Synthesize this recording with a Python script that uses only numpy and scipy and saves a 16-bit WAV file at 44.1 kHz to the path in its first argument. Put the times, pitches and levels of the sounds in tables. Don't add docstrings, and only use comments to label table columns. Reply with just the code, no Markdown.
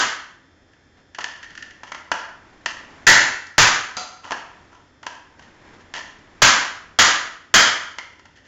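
import sys
import numpy as np
from scipy import signal
from scipy.fft import rfft, irfft
from scipy.io import wavfile
from scipy.ndimage import uniform_filter1d

SR = 44100
rng = np.random.default_rng(int(sys.argv[2]) if len(sys.argv) > 2 else 0)


def store_pcm(level_fs):
    pcm = np.round(np.clip(level_fs, -1, 1) * 32767).astype(np.int16)
    wavfile.write(sys.argv[1], SR, np.atleast_2d(pcm).T)


N = 373527
FIR_SIZE = 2048
HZ = np.fft.rfftfreq(FIR_SIZE, 1 / SR)


def amp(db):
    return 10 ** (np.asarray(db) / 20)


def unit(x):
    return x / np.sqrt(np.sum(x ** 2) + 1e-20)


def read(points, hz):
    table_hz, value = np.transpose(points)
    return np.interp(np.log(hz + 1), np.log(table_hz + 1), value)


def add(mix, start_s, sound):
    start = round(start_s * SR)
    sound = sound[max(-start, 0):]
    part = mix[max(start, 0):][:len(sound)]
    part += sound[:len(part)]


def causal(gain):
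    log_gain = np.log(np.maximum(gain, 1e-5))
    both_sides = np.r_[log_gain, log_gain[-2:0:-1]]
    return np.fft.ifft(np.exp(np.conj(signal.hilbert(both_sides)))).real


def noise(spectrum):
    bins_hz = np.fft.rfftfreq(N, 1 / SR)
    shaped = rfft(rng.standard_normal(N)) * amp(read(spectrum, bins_hz))
    return unit(irfft(shaped, N)) * np.sqrt(N)


def lowpass(x, hz, size):
    fir = signal.firwin(size, hz, window=("kaiser", 7), fs=SR)
    return signal.oaconvolve(x, fir, "same")


def resonance(hz, width_hz):
    detune = (HZ ** 2 - hz ** 2) / ((HZ + 1) * width_hz)
    return 1 / (1 + detune ** 2)


# (band_hz, t60_s)
ROOM_DECAY = [(100, 0.19), (250, 0.56), (550, 0.5), (1400, 0.57), (3700, 0.47), (7500, 0.42)]


def room(x, wet_db, build_s):
    t = np.arange(SR) / SR
    present = rng.random(SR) < .06 + t
    echoes = rng.standard_normal(SR) * present * (1 - np.exp(-t / build_s))
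    hz, when_s, bands = signal.stft(echoes, SR, nperseg=256)
    decay = amp(-60 * when_s / read(ROOM_DECAY, hz)[:, None])
    tail = signal.istft(bands * decay, SR, nperseg=256)[1]
    response = amp(wet_db) * unit(tail)
    response[0] += 1
    return signal.fftconvolve(x, response)


# (mode_hz, width_hz, level_db)
CASE_MODES = [(880, 14, -4), (911, 63, -6.5), (1002, 58, 0), (1193, 17, -4.5), (1356, 110, 3.5),
              (1560, 17, -19.5), (1766, 16, -5.5), (1960, 26, -6), (2870, 13, -15), (3250, 33, -6.5)]


def strike(parts, contact_s, slips_per_s, rise_s, hold=1.3):
    t = np.arange(4 * FIR_SIZE) / SR
    slips = rng.standard_normal(len(t)) * (rng.random(len(t)) < slips_per_s / SR)
    envelope = (1 - np.exp(-t / rise_s)) * np.exp(-(t / contact_s) ** hold)
    force = unit(slips * envelope)
    whitener = causal((np.abs(rfft(force[:])) + 1e-3) ** -.6)
    force = signal.fftconvolve(force, whitener)[:len(t)]
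    modes = 1 + sum(amp(db) * resonance(hz, width_hz) for hz, width_hz, db in CASE_MODES)
    sounds = (amp(db) * unit(signal.fftconvolve(force, causal(gain * modes))) for gain, db in parts)
    return np.sqrt(SR / 100) * sum(sounds)


# (start_s, force_db, give_0_to_1, pitch_hz, ring_width_hz, crack_s)
HAMMER_BLOWS = [(-.115, -6, 0.58, 1580, 1120, 0.013), (3.067, -4, .02, 1875, 602, 0.038),
                (3.5803, -5, 0.16, 1593, 1190, 0.018), (6.4192, -4.5, 0.27, 1575, 1150, 0.016),
                (6.988, -6, 0.6, 1584, 1220, 0.016), (7.5404, -4, 0.81, 1633, 1104, 0.019)]
# (freq_hz, level_db)
FLOOR_THUD = [(20, 1.5), (55, -10), (80, -6), (115, 5), (160, -4.5), (300, -24.5), (800, -58.5)]
# (freq_hz, level_db)
BLOW_THUMP = [(60, -21), (160, -7), (270, -3), (440, -7), (620, -0.5), (850, 2), (1100, 2.5), (1350, 8),
              (1700, -9), (3000, -23.5)]
# (freq_hz, level_db)
CASE_CRASH = [(500, -19.5), (1800, 2.5), (2400, 2.5), (3100, 0.5), (3650, -1), (4400, 2), (5300, 0),
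              (6400, 2), (7200, -1.5), (8500, -9)]
GIVE_THUD_DB, GIVE_CLACK_DB = (-14.5, -22.5), (-18.5, -5.5)
GIVE_CLACK_HZ, GIVE_CLACK_WIDTH_HZ = (2820, 3100), (2100, 260)
BLOW_THUMP_DB, BLOW_SPLINTER_DB = -2, 1


def blows():
    out = np.zeros(N)
    laws = GIVE_THUD_DB, GIVE_CLACK_DB, GIVE_CLACK_HZ, GIVE_CLACK_WIDTH_HZ
    for start_s, force_db, give, pitch_hz, ring_width_hz, crack_s in HAMMER_BLOWS:
        thud_db, clack_db, clack_hz, clack_width_hz = (np.interp(give, [0, 1], ends) for ends in laws)
        parts = [(amp(read(FLOOR_THUD, HZ)), thud_db),
                 (amp(read(BLOW_THUMP, HZ)), BLOW_THUMP_DB),
                 (resonance(pitch_hz, ring_width_hz), 0),
                 (resonance(clack_hz, clack_width_hz), clack_db),
                 (amp(read(CASE_CRASH, HZ)), BLOW_SPLINTER_DB)]
        blow = strike(parts, crack_s, slips_per_s=5000, rise_s=0.00089)
        add(out, start_s, amp(force_db) * room(blow, wet_db=2, build_s=0.004))
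    return out


def case_ring(hz, width_hz, core_db, core_width_hz):
    return resonance(hz, width_hz) + amp(core_db) * resonance(hz, core_width_hz)


# (freq_hz, level_db)
BOARD_THUMP = [(40, -21), (120, -24.5), (270, -11), (440, -13.5), (650, -5.5), (800, -6), (960, -0.5),
               (1120, -5.5), (1350, -4.5), (1700, -4.5), (3000, -38)]
# (freq_hz, level_db)
PLASTIC_SNAP = [(500, -29.5), (1800, -30.5), (2600, -6.5), (3800, -6.5), (4400, 4.5), (5200, 2), (6300, 1),
                (7200, -5.5), (8500, -2.5)]
SEAT_THUMP_DB, SEAT_RING_DB = (-35, -3), (-7.5, -11)
SEAT_CORE_DB, SEAT_CORE_WIDTH_HZ = (6, 0.5), (70, 260)
CLACK_HZ, CLACK_WIDTH_HZ = 2890, 920
LIGHT_CLACK_DB, LIGHT_SNAP_DB = -14, -12


def shell(seat, hz, width_hz):
    laws = SEAT_THUMP_DB, SEAT_RING_DB, SEAT_CORE_DB, SEAT_CORE_WIDTH_HZ
    thump_db, ring_db, core_db, core_width_hz = (np.interp(seat, [0, 1], ends) for ends in laws)
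    return [(amp(read(BOARD_THUMP, HZ)), thump_db),
            (case_ring(hz, width_hz, core_db, core_width_hz), ring_db),
            (resonance(CLACK_HZ, CLACK_WIDTH_HZ), LIGHT_CLACK_DB),
            (amp(read(PLASTIC_SNAP, HZ)), LIGHT_SNAP_DB)]


# (start_s, strength_db, seat_0_to_1, pitch_hz)
LIGHT_TAPS = [(0.733, -48, 0.2, 1750), (1.147, -27, 0.47, 1740), (1.1848, -20.5, 0.9, 1830),
              (1.2406, -14.5, 0.57, 1780), (1.3753, -42, 0.87, 1710), (1.4282, -28.5, 0.094, 1816),
              (1.5518, -31.5, 0.12, 1720), (1.5754, -26.5, .05, 1790), (1.624, -25.5, 0.056, 1793),
              (1.707, -35, .4, 1920), (1.8326, -29.5, 0.93, 1570), (1.9186, -23, 0.86, 2120),
              (1.9461, -25.5, 0.82, 2000), (2.1161, -11, 0.94, 1450), (2.6592, -10, 0.66, 1835),
              (4.3074, -22, 1, 1660), (4.3189, -15.5, 0.92, 1560), (5.0291, -32, 0.88, 1893),
              (5.0649, -19, 0.87, 1577), (5.3925, -37.5, 0.82, 1560), (5.9378, -20, 0.63, 1730),
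              (7.9841, -19, 0.68, 2080), (8.1938, -40, 0.79, 1940), (8.2538, -38.5, .8, 1910)]
TAP_CONTACT_S = .0078


def taps():
    out = np.zeros(N)
    for start_s, strength_db, seat, pitch_hz in LIGHT_TAPS:
        parts = shell(seat, pitch_hz, width_hz=630)
        tap = strike(parts, TAP_CONTACT_S, slips_per_s=7600, rise_s=.0005)
        add(out, start_s, amp(strength_db) * room(tap, wet_db=-3.5, build_s=.0014))
    return out


# (start_s, strength_db, seat_0_to_1, contact_s)
CASE_SCRAPES = [(0.976, -58, 0.5, .023), (1.203, -21, .55, 0.015), (1.434, -31, 0, 0.023),
                (1.494, -34, .1, 0.027), (1.582, -39, .05, 0.021), (1.86, -31, .7, 0.038),
                (4.228, -24.5, 0.92, .08), (4.712, -39.5, 1, 0.047), (5.419, -38, .6, 0.023),
                (5.795, -41, 0.82, .023), (5.946, -16, 0.71, .036), (8.353, -38, 0.4, 0.031),
                (8.44, -40, 0.6, 0.035)]
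SCRAPE_HZ = 1835


def scrapes(swell_share=.6):
    out = np.zeros(N)
    for start_s, strength_db, seat, contact_s in CASE_SCRAPES:
        parts = shell(seat, SCRAPE_HZ, width_hz=760)
        scrape = strike(parts, contact_s, slips_per_s=2600, rise_s=swell_share * contact_s)
        add(out, start_s, amp(strength_db) * room(scrape, wet_db=-4.5, build_s=.0014))
    return out


# (mode_hz, relative_level_db, t60_s)
CLINK_MODES = [(590, -10, 0.17), (735, -5.5, 0.27), (1090, -12, .07), (1340, -8, 0.05), (4100, -1, .05),
               (4140, 1, .04), (4700, -3, .07), (4740, 1, .07), (4840, -6, .06), (6270, -5, .05),
               (6270, 0, 0.043), (6360, -3, .05)]


def clink(start_s, level_db):
    t = np.arange(SR // 3) / SR
    ring = sum(amp(db - 60 * t / t60_s) * np.sin(2 * np.pi * hz * t) for hz, db, t60_s in CLINK_MODES)
    parts = [(amp(read(BLOW_THUMP, HZ)), 4.5), (amp(read(CASE_CRASH, HZ)), 4.5)]
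    add(ring, 0, strike(parts, 0.02, slips_per_s=4000, rise_s=0.00033))
    out = np.zeros(N)
    add(out, start_s, room(amp(level_db) * ring, wet_db=1.5, build_s=.004))
    return out


# (start_s, level_db)
SHARD_TICKS = [(3.467, -41.5), (7.134, -32)]


def shards():
    out = np.zeros(N)
    for start_s, level_db in SHARD_TICKS:
        parts = [(amp(read(PLASTIC_SNAP, HZ)), level_db)]
        tick = strike(parts, 0.0067, slips_per_s=2300, rise_s=.001)
        add(out, start_s, room(tick, wet_db=-3.0, build_s=.002))
    return out


# (centre_s, half_length_s, level_db before grain)
SLIDING = [(0.99, 0.034, -56), (1.602, 0.29, -53.5), (2.546, 0.39, -54.5), (3, 0.3, -49), (4.606, .23, -53),
           (5.465, .1, -55.5), (5.717, 0.1, -52), (6.31, 0.99, -52)]
# (freq_hz, relative_level_db)
RUB = [(30, 3), (90, 1.5), (280, 4), (500, -2.0), (900, -0.5), (1400, -3.0), (1850, -1.5),
       (2300, -7), (3200, -13), (4200, -16), (7000, -19.5)]


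def shuffles():
    t = np.arange(N) / SR
    swell = sum(amp(db) * np.exp(-((t - centre_s) / half_s) ** 2) for centre_s, half_s, db in SLIDING)
    grain = unit(uniform_filter1d(rng.standard_normal(N), size=500)) * np.sqrt(N)
    grain_db = 1.1 * grain
    return swell * amp(grain_db) * noise(RUB)


# (freq_hz, relative_level_db)
RUMBLE = [(20, -21), (50, -9), (70, -6), (120, -10), (200, -13.5), (290, -8), (420, -15), (600, -16),
          (1100, -23), (1750, -16.5), (2400, -26), (3200, -32.5), (5000, -30.5), (7500, -34.5)]
RUMBLE_RMS_DB = -56.5
# (tone_hz, rms_db)
WHINE_TONES = [(88, -67.5), (3225, -75), (3515, -74), (5276, -76.5)]


def hush():
    t = np.arange(N) / SR
    whine = sum(amp(db) * np.sqrt(2) * np.sin(2 * np.pi * hz * t) for hz, db in WHINE_TONES)
    return amp(RUMBLE_RMS_DB) * noise(RUMBLE) + whine


def scene():
    handling = taps() + scrapes() + shuffles()
    debris = clink(start_s=3.9685, level_db=-32.5) + shards()
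    return (blows() + handling + debris + hush())[None]


INPUT_BAND_HZ, OVERLOAD_BAND_HZ, EDGE_HZ = 7950, 7550, 16100


def record(dry, input_db=-4.0, output_db=-4.0):
    narrow = lowpass(dry[0], INPUT_BAND_HZ, size=201)
    clipped = np.clip(narrow, -amp(input_db), amp(input_db))
    overloaded = lowpass(clipped, OVERLOAD_BAND_HZ, size=161)
    clipped_again = np.clip(overloaded, -amp(output_db), amp(output_db))
    return lowpass(clipped_again, EDGE_HZ, size=301)[None]


dry = scene()
out = record(dry)
store_pcm(out)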